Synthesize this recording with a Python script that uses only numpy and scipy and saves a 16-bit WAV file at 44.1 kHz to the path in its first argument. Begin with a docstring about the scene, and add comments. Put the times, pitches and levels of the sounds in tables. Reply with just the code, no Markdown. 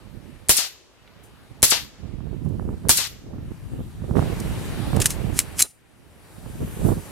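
"""In a windy field, a suppressed rifle fires three single shots. Each is a pop and a hiss of gas that
a line of brush on the left scatters back. The shooter then works the bolt by hand: steel slides,
clacks and rings. Swirls of wind push on the two microphone ports, mostly the right one,
over the far hush of the field and the rustle of dry grass."""
import sys
import numpy as np
from scipy import signal
from scipy.fft import rfft, irfft, next_fast_len
from scipy.io import wavfile
from scipy.ndimage import uniform_filter1d

SR = 44100
rng = np.random.default_rng(int(sys.argv[2]) if len(sys.argv) > 2 else 0)


def wrap_up_sound(samples):
    """Save the sound to the file named by the first command line argument, as 16-bit audio."""
    columns = np.atleast_2d(samples).T
    # keep every value between -1 and 1, then stretch to whole-number steps
    tamed = np.clip(columns, -1, 1)
    steps = np.round(tamed * 32767).astype(np.int16)
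    wavfile.write(sys.argv[1], SR, steps)


N = 313538


def amp(db):
    return 10 ** (np.asarray(db) / 20)


def rms_one(x):
    return x / np.sqrt(np.mean(x ** 2) + 1e-20)


def in_time(rows):
    """Join a table's rows with straight lines in time."""
    s, *columns = np.transpose(rows)
    return [np.interp(np.arange(N) / SR, s, c) for c in columns]


def at_hz(rows, hz):
    """Read a table between its rows at any pitch."""
    pitches, *columns = np.transpose(rows)
    return [np.interp(np.log(hz), np.log(pitches), c) for c in columns]


def drift(rate):
    """A slow random wobble, about 1 in size."""
    r = np.exp(-80 * np.pi * rate / SR)
    slow = signal.lfilter([1], [1, -2 * r, r * r], rng.standard_normal(N // 40 + 2002))[2000:]
    return np.interp(np.arange(N) / 40, np.arange(len(slow)), rms_one(slow))


def swell(peak_s, db, rise_s, fall_s):
    """A level that climbs 20 dB in rise_s to its peak, then sinks 20 dB in fall_s."""
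    t = np.arange(N) / SR - peak_s
    return amp(db) * np.exp(-np.log(10) * np.abs(t) / np.where(t < 0, rise_s, fall_s))


def ring(clicks, hz, fade_s):
    """Each click starts a tone. Here and below, fade_s is the time to fade by 60 dB."""
    r, w = amp(-60 / (fade_s * SR)), 2 * np.pi * hz / SR
    return signal.lfilter([0, np.sin(w)], [1, -2 * r * np.cos(w), r * r], clicks + 1e-18)


def bands(size, likeness, lowest_hz):
    """Stereo noise, one band of pitch at a time; likeness sets how alike left and right are."""
    edges = np.r_[40 * 2 ** np.arange(0, 6, .5), 2560 * 2 ** np.arange(0, 2.9, .3)]
    edges = edges[edges >= lowest_hz]
    white = rng.standard_normal((2, 2, size))
    for k, (low, high) in enumerate(zip(edges, edges[1:])):
        band = signal.butter(2, [low, high], "band", fs=SR, output="sos")
        mid, side = signal.sosfilt(band, white[k % 2])
        hz = np.sqrt(low * high)
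        alike = np.clip(likeness(hz), -.95, .95)
        yield hz, np.sqrt(1 + alike) * mid + np.sqrt(1 - alike) * side * [[1], [-1]]


def add(out, start_s, x):
    i = round(start_s * SR)
    out[..., i:i + x.shape[-1]] += x[..., :N - i]


def wave(size_hz):
    """One push and pull of air; a higher size_hz makes it shorter."""
    t = np.arange(round(2 * SR / size_hz)) * size_hz / SR - 1
    return -2.3 * t / .3 * np.exp(-(t / .3) ** 2)


# Background level: hush and rustle jump up, dip after the last clack, then slowly recover.
# Columns: time_s, hush_db, rustle_db
BACKGROUND_LEVELS = [(0, -52.5, -63.5), (.47, -52.5, -62.5), (.9, -57, -70.5), (1.2, -53, -67),
                     (1.6, -52.5, -64.5), (2.05, -52.5, -69.5), (2.44, -55.5, -62.5), (2.87, -53, -61),
                     (3.3, -56.5, -67), (3.5, -52.5, -60.5), (4.15, -52, -57.5), (4.165, -38.5, -48.5),
                     (4.5, -37.5, -45), (4.95, -37, -46), (5.3, -41.5, -49), (5.663, -45, -51),
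                     (5.675, -64.5, -55), (5.82, -59.5, -69), (6.02, -56, -66), (6.3, -51.5, -56.5),
                     (6.8, -43.5, -45.5), (6.88, -42, -38.5), (6.97, -45, -46), (7.11, -43, -48)]
# Tone of the far hush: pitch_hz, level_db
HUSH_TONE = [(40, 0.5), (90, 3.5), (170, -7.5), (300, -0.5), (700, -7), (1600, -10), (3000, -13.5),
             (5000, -18.5), (9000, -39.5), (16000, -44)]
# Tone of the dry grass: pitch_hz, level_db
RUSTLE_TONE = [(2500, -20.5), (5000, -4.5), (8000, 3.5), (11500, 4.5), (13500, -2), (16000, -20)]
# How alike left and right sound: pitch_hz, likeness (below 0 is opposite)
STEREO_LIKENESS = [(60, 0.34), (180, -1.3), (550, 1), (1650, 0.44), (4970, -0.43), (15000, -0.21)]
def field():
    """A far hush and wind in dry grass, each band wavering a little."""
    hush_db, rustle_db = in_time(BACKGROUND_LEVELS)
    hush, rustle, waver = 0, 0, drift(3.5)
    for hz, noise in bands(N, lambda hz: at_hz(STEREO_LIKENESS, hz)[0], lowest_hz=40):
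        noise = noise * amp(1.4 * drift(5.1))
        hush = hush + amp(at_hz(HUSH_TONE, hz)[0]) * noise
        rustle = rustle + amp(at_hz(RUSTLE_TONE, hz)[0]) * noise[::-1]
    lean_left = amp([[.6], [-.6]])
    stirred = np.hypot(amp(rustle_db + 0.4 * waver), falling_cases())
    return lean_left * (amp(hush_db) * rms_one(hush) + stirred * rms_one(rustle))


def swirls(sizes, per_cycle, spread_db):
    """Lumps of air sweep past one port at random, each a single wave."""
    out = 0
    for hz, db in sizes:
        passing = (rng.random(N) < per_cycle * hz / SR) * rng.choice([-1, 1], N)
        passing = passing * amp(spread_db * np.minimum(rng.exponential(1, N), 4))
        out = out + amp(db) * rms_one(signal.oaconvolve(passing, wave(hz / 1.491))[:N])
    return rms_one(out)


# Steady wind: time_s, rumble_db, small_swirls_db, left_minus_right_db
STEADY_WIND = [(0, -46, -24, -33), (.3, -41, -26, -16), (.46, -52.5, -9, -9.5), (.7, -65.5, 1.5, 6),
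               (.97, -67, 0, 6), (1.02, -56, -32, -15), (1.45, -54, -13.5, -2.5), (1.98, -54.5, -25.5, -2),
               (2.01, -36.5, -20.5, -22), (2.68, -28, -16.5, -8.5), (2.8, -40, -21, 0.5),
               (3.2, -47.5, -8.5, 1.5), (3.33, -37, -2, -3), (3.58, -41.5, -31, 6),
               (3.92, -40.5, -41.5, 5.5), (4.3, -29.5, -10.5, -4), (4.8, -31, -13.5, 5),
               (5.1, -34, -25.5, -1), (5.6, -42, -12.5, -6.5), (5.73, -66.5, -3.5, 4),
               (6.0, -54.5, -9.5, -6), (6.34, -60, -3, 0), (6.38, -41, -15.5, -14), (6.75, -36, -11, 8),
               (7.03, -56, -4, 3), (7.11, -32.5, -22, -1)]
# Gusts on top: peak_s, rumble_db, rise_s, fall_s, small_swirls_db, left_minus_right_db
WIND_GUSTS = [(.17, -35.5, 0.067, 0.042, -41, -25), (1.51, -40.5, 0.027, 0.14, -22, -19),
              (1.6, -45.5, 0.026, 0.34, -23, -8), (1.834, -42, 0.22, 0.1, -22, -21.5),
              (2.068, -39, 0.087, 0.13, -19, -17), (2.452, -27, 0.081, 0.35, -16.5, -15.5),
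              (2.695, -28, 0.1, 0.077, 0, -8.5), (2.865, -27.5, 0.049, 0.083, -10, -11.5),
              (3.52, -35.5, 0.37, .04, -22, -9.5), (3.78, -29.5, 0.23, 0.17, -6.5, 1),
              (4.05, -33.5, 0.12, 0.034, -2.5, -7), (4.189, -20.5, 0.14, 0.14, -2, -11),
              (4.52, -28.5, 0.2, 0.063, -26, -10), (4.81, -26, .1, .1, -44.5, -32),
              (4.999, -19, 0.19, 0.061, -5.5, -14.5), (5.27, -24, 0.19, 0.22, -13, -15.5),
              (6.57, -39, 0.35, .1, -17.5, 0), (6.635, -25, 0.078, 0.055, -7, 0.5),
              (6.811, -20, 0.017, 0.18, -7.5, -11), (6.891, -15, 0.1, 0.09, -6, -12),
              (6.975, -27, 0.26, 0.024, -14.5, -1)]
# Big swirls of air: size_hz, level_db
BIG_SWIRLS = [(45, -9.5), (70, -2), (100, -11), (160, 2), (240, -0.5), (380, -4)]
def wind():
    """Each port gets its own swirls; small ones ride on the strongest big ones."""
    rumble_db, small_db, pan_db = in_time(STEADY_WIND)
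    layers = [(amp(rumble_db), small_db, pan_db)] + [(swell(*row[:4]), *row[4:]) for row in WIND_GUSTS]
    power = sum(gain ** 2 for gain, _, _ in layers)
    # The loudest gust has the most say in tone and side.
    small_db, pan_db = (sum(row[0] ** 2 * row[k] for row in layers) / power for k in (1, 2))
    right = 2 * np.sqrt(power / (1 + amp(2 * pan_db)))
    out = np.zeros((2, N))
    for port, level in enumerate((right * amp(pan_db), right)):
        big = swirls(BIG_SWIRLS, per_cycle=1.3, spread_db=4.5)
        lumps = uniform_filter1d(big ** 2, size=300)
        small = swirls([(500, 4.5), (800, -3), (1300, -14.5), (2100, -24.5)], per_cycle=.6, spread_db=3.5)
        if port == 0:   # the sheltered left port gets rounder lumps
            big = rms_one(signal.lfilter([1], [1, -.975], big))
        pressure = big + amp(small_db + (-6, 4)[port]) * rms_one(small * lumps ** 0.68)
        limited = 2.73 * np.tanh(pressure / 2.34)   # no lump grows far beyond its gust
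        out[port] = level * amp(1.4 * drift(34.0)) * limited
    return signal.sosfilt(signal.butter(2, 50, "high", fs=SR, output="sos"), out + buffets())


# Notes of the rifle's steel body: pitch_hz, level_db, fade_s
BODY_NOTES = [(2300, -10, 0.0095), (2960, -12.5, 0.0057), (4150, -10.5, 0.018), (4830, -18.5, 0.028),
              (5750, -5.5, 0.0052), (6430, -15.5, 0.038), (7430, -7.5, .035), (8764, -11, 0.019),
              (9800, -9, 0.014), (9560, 1, 0.011), (11200, -12, 0.028), (14300, -19.5, .03)]
def body_ring(hits, slide):
    """Knocks and gritty sliding set the steel body ringing."""
    start_s, db, _, _ = np.transpose(hits)
    at, out = np.round(start_s * SR).astype(int), np.zeros(N)
    grit = amp(4 * np.minimum(rng.exponential(1, N), 4)) * rng.choice([-1, 1], N)
    grit *= rng.random(N) < 3000 / SR   # about 3000 tiny catches a second
    for hz, note_db, fade_s in BODY_NOTES:
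        clicks = slide * rms_one(grit) * amp(note_db - 26.5)
        strength = amp(db - 10 + note_db + rng.normal(0, 3.0, len(at)))
        clicks[at] += strength * rng.choice([-1, 1], len(at))
        out += ring(clicks, hz, fade_s)
    return out


# Tone of steel meeting steel: pitch_hz, level_db
CRACK_TONE = [(500, -49), (1200, -16.5), (2000, -11.5), (2700, -9), (3500, -12.5), (4500, -9.5),
              (5800, -5.5), (8000, -3.5), (10000, -4), (12600, -9.5), (16000, -25.5)]
def cracks_and_scrapes(hits, slide):
    """Each knock gives a snap of noise with a faint rattle; sliding gives a hiss."""
    t, snaps = np.arange(round(.08 * SR)) / SR, np.zeros((2, N))   # rows: below and above 4 kHz
    for start_s, db, low_db, fade_s in hits:
        fading = amp(-60 * t / fade_s) + .1 * amp(-60 * t / (3 * fade_s))
        add(snaps, start_s, amp([[db + low_db - 10.5], [db - 4.5]]) * fading * np.minimum(t / .0002, 1))
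    size = next_fast_len(N)
    hz = np.fft.rfftfreq(size, 1 / SR) + 1
    mid, side = rfft(rng.standard_normal((2, size))) * amp(at_hz(CRACK_TONE, hz)[0])
    stereo = mid + 0.2 * side * [[1], [-1]]
    low, high = (rms_one(irfft(stereo * part, size)[:, :N]) for part in (hz < 4000, hz >= 4000))
    return low * np.hypot(snaps[0], amp(-11.5) * slide) + high * np.hypot(snaps[1], slide)


# The bolt knocks, after a shot or by hand: start_s, level_db, low_part_db, fade_s
BOLT_CLACKS = [(.5596, -18, -20, 0.0065), (.5686, -12, -24, 0.017), (.573, -15, -3, 0.016),
               (1.076, -64, 24, .04), (1.6928, -23, -25, 0.014), (1.708, -17, -17, 0.017),
               (2.958, -19.5, -19.5, .012), (2.9725, -11.5, -17, 0.02), (2.9765, -14, -19, .012),
               (2.988, -20, -19, .012), (3.05, -23, 6, .012), (3.071, -29, 7.5, .012),
               (4.401, -27.5, -23, 0.028), (4.9642, -26, -1, 0.028), (5.001, -19, 0, 0.042),
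               (5.0152, -16.5, -1.5, 0.027), (5.0184, -14.5, -0.5, 0.036), (5.0428, -26, 1, 0.03),
               (5.0573, -4, 0, 0.026), (5.0632, -13, -33.5, 0.025), (5.1048, -18, 1, 0.029),
               (5.3903, 2, -5, 0.0082), (5.4012, -21, 5, 0.021), (5.5927, -8.5, -7.5, 0.017),
               (5.6068, -6, -1.5, 0.0071), (5.6197, -4.5, -15, 0.014), (5.6235, 0.5, -19, 0.013)]
# The bolt slides in its rails: peak_s, level_db, rise_s, fall_s
BOLT_SLIDES = [(5.002, -30, .001, 0.036), (5.055, -34, .035, .03), (5.108, -30, 0.028, 0.041),
               (5.375, -35.5, .05, .05), (5.4, -25.5, 0.024, .025), (5.602, -16, 0.021, 0.034),
               (5.65, -53, 0.055, .08), (5.715, -57.5, .2, 0.012)]
def steel_parts():
    """The hammer, the muzzle's crack and the moving bolt make the rifle ring and snap."""
    hits = list(BOLT_CLACKS)
    for start_s, *_ in RIFLE_SHOTS:
        hits.append((start_s - .0067, -12, -14, .007))   # hammer
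        hits.append((start_s + .0002, 0, -6, .01))   # muzzle crack
    slide = sum(swell(*row) for row in BOLT_SLIDES)
    return body_ring(hits, slide) + cracks_and_scrapes(hits, slide)


# The shots: start_s, blast_db, echo_db, echo_bass_db, echo_stretch (times), echo_end_drop_db
RIFLE_SHOTS = [(.4930, -9.5, -15, 1, 1.32, -10), (1.6282, -9.5, -14, 10, 0.87, -2.5),
               (2.8927, -9.5, -19, 5.5, 1.6, -17)]
# The pop coming back off tree trunks: size_hz, level_db (added to the shot's echo)
TRUNK_ECHO = [(280, -25), (830, -13)]
def muzzle_pops():
    """Each shot shoves the air with a thump and a pop, and the trunks send it back."""
    out, trunk_delay_s = np.zeros((2, N)), .0955
    pop = np.abs(wave(582))
    pop[len(pop) // 2 + 1:] *= -.35   # hard pull, soft return
    for start_s, _, echo_db, bass_db, _, _ in RIFLE_SHOTS:
        add(out, start_s - .002, -amp(-20.5) * wave(123))   # thump
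        add(out, start_s + .0002, -amp(-10.5) * pop)
        for hz, db in TRUNK_ECHO:
            add(out, start_s + trunk_delay_s - 1 / hz, amp(echo_db + bass_db + db) * wave(hz))
    return out


# Gas rushing from the muzzle: pitch_hz, level_db, hold_s, fade_s
GAS_JET = [(60, -0.5, .01, .15), (150, -2, .002, 0.17), (590, -1, 0.0022, 0.083),
           (1697, -5.5, 0.0053, 0.11), (4500, -5, 0.026, 0.12), (9660, 2, 0.014, 0.093),
           (13130, -5.5, 0.024, .12), (16000, -13, 0.018, .11)]
# Scatter off the grass all round: pitch_hz, level_db, base_length_s
GRASS_ECHO = [(150, -39, 0.14), (600, -30, 0.1), (1700, -26.5, 0.15), (4500, -14.5, .12), (10140, -15, 0.1),
              (13000, -18.5, 0.13), (16000, -31.5, .075)]
# Echo off far trees: pitch_hz, level_db, fade_s
TREE_ECHO = [(150, -62, .8), (1000, -39, .9), (3000, -25, 0.98), (7000, -23, 0.89), (11150, -39.5, .45),
             (16000, -57.5, .35)]
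# Echo off the brush, twigs first, trunks later: pitch_hz, level_db, delay_s, base_fade_s
BRUSH_ECHO = [(150, -48, 0.078, 0.17), (596, -14, 0.1014, 0.24), (1680, -10.5, 0.086, 0.28),
              (4150, -1, 0.084, 0.33), (10050, 0, 0.071, 0.15), (13160, -3, 0.08, 0.11),
              (16000, -28, 0.063, .14)]
def gas_and_echoes():
    """Gas hisses out of the muzzle; grass, far trees and brush scatter the sound back."""
    out, t = np.zeros((2, N)), np.arange(round(.7 * SR)) / SR
    for start_s, blast_db, echo_db, bass_db, stretch, drop_db in RIFLE_SHOTS:
        for hz, noise in bands(len(t), lambda hz: at_hz(STEREO_LIKENESS, hz)[0] + 0.15, lowest_hz=50):
            db, hold_s, fade_s = at_hz(GAS_JET, hz)
            jet = amp(db - 60 * np.maximum(t - hold_s, 0) / fade_s) * (1 + 0.2 * np.exp(-t / 0.0005))
            db, length_s = at_hz(GRASS_ECHO, hz)
            grass = amp(db + 4.5) * np.exp(-(t / (1.098 * length_s)) ** 2)
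            db, fade_s = at_hz(TREE_ECHO, hz)
            trees = amp(db - 60 * t / fade_s)
            db, delay_s, fade_s = at_hz(BRUSH_ECHO, hz)
            age = t - delay_s
            begins = .5 + .5 * np.tanh(age / 0.002)
            ends = amp(drop_db * (.5 + .5 * np.tanh((t - .188) / 0.0057)))   # the brush line ends
            brush = amp(db + bass_db / (1 + (hz / 5000) ** 2) - 60 * age / (stretch * fade_s))
            from_left = amp(echo_db) * brush * begins * ends * amp([[3.5], [-4.5]])
            around = amp(blast_db) * np.sqrt(jet ** 2 * amp([[1.2], [-1.2]]) + grass ** 2 + trees ** 2)
            add(out, start_s, noise * np.hypot(around, from_left) * np.minimum(t / .0004, 1))
    return out


# Spent cases land: peak_s, level_db, rise_s, fall_s
CASE_DROPS = [(1.237, -53, .01, 0.083), (2.449, -53.5, .003, .02), (2.489, -54, .003, .02)]
def falling_cases():
    """How much the grass rustles as spent cases drop into it."""
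    return sum(swell(*row) for row in CASE_DROPS)


# Sudden slaps of wind: time_s, level_db, size_hz, edge_db, left_minus_right_db
WIND_SLAPS = [(2.05, -27, 127, -43.5, -15), (2.205, -22.5, 179, -37.5, -21), (2.46, -17, 202, -40, -31),
              (2.596, -23, 222, -25, -27), (2.69, -23.5, 136, -29, -13), (2.852, -18, 155.4, -29.5, -11),
              (3.335, -23.5, 218, -38.5, -11.5), (3.382, -25.5, 200, -41, -9.5),
              (3.517, -23.5, 265, -37.5, -13.5), (3.804, -20.5, 180, -38, -7.5),
              (4.019, -18, 139, -38.5, -16), (4.11, -10.5, 137, -26.5, -9), (4.154, -25, 170, -21.5, -21),
              (4.192, -7.5, 131, -15, -15), (4.225, -24, 160, -20, -16), (4.931, -9.5, 142, -18.5, -14),
              (4.97, -13, 250, -22.5, -8), (5.246, -14, 122.4, -44, -16.5), (6.46, -25, 122, -35.5, -18),
              (6.622, -26, 260, -36, -4), (6.645, -19.5, 170, -45, 7), (6.794, -20, 124, -50, -12.5),
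              (6.848, -8, 138, -30, -27), (6.901, -23, 155, -26, -23.5)]
def buffets():
    """One lump of air hits the ports and breaks with a sharp edge."""
    out = np.zeros((2, N))
    for time_s, db, hz, edge_db, left_db in WIND_SLAPS:
        ports = amp([[min(left_db, 0)], [min(-left_db, 0)]])
        add(out, time_s - .5 / hz, ports * amp(db + 2.0) * wave(hz))
        add(out, time_s, ports * amp([[-12], [0]]) * amp(edge_db + 5.5) * wave(890))
    return out


# Notes of the bolt's spring: pitch_hz, level_db, fade_s
SPRING_NOTES = [(4027, -24, .08), (7230, -40, .14), (9507, -34, .24), (12550, -36, .08)]
def spring_ring():
    """The bolt flies home on the last clack and sets its spring ringing."""
    click = np.arange(N) == round(BOLT_CLACKS[-1][0] * SR)
    return sum(ring(click * amp(db), hz, fade_s) for hz, db, fade_s in SPRING_NOTES)


def scene():
    rifle = muzzle_pops() + gas_and_echoes() + steel_parts() + spring_ring()
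    return rifle + field() + wind()


def record(dry):
    """The loudest peaks flatten and the highest treble is cut."""
    squashed = dry / (1 + np.abs(dry) ** 6) ** (1 / 6)
    return signal.sosfilt(signal.cheby2(18, 85, 16700, fs=SR, output="sos"), squashed)


dry = scene()
out = record(dry)
wrap_up_sound(out)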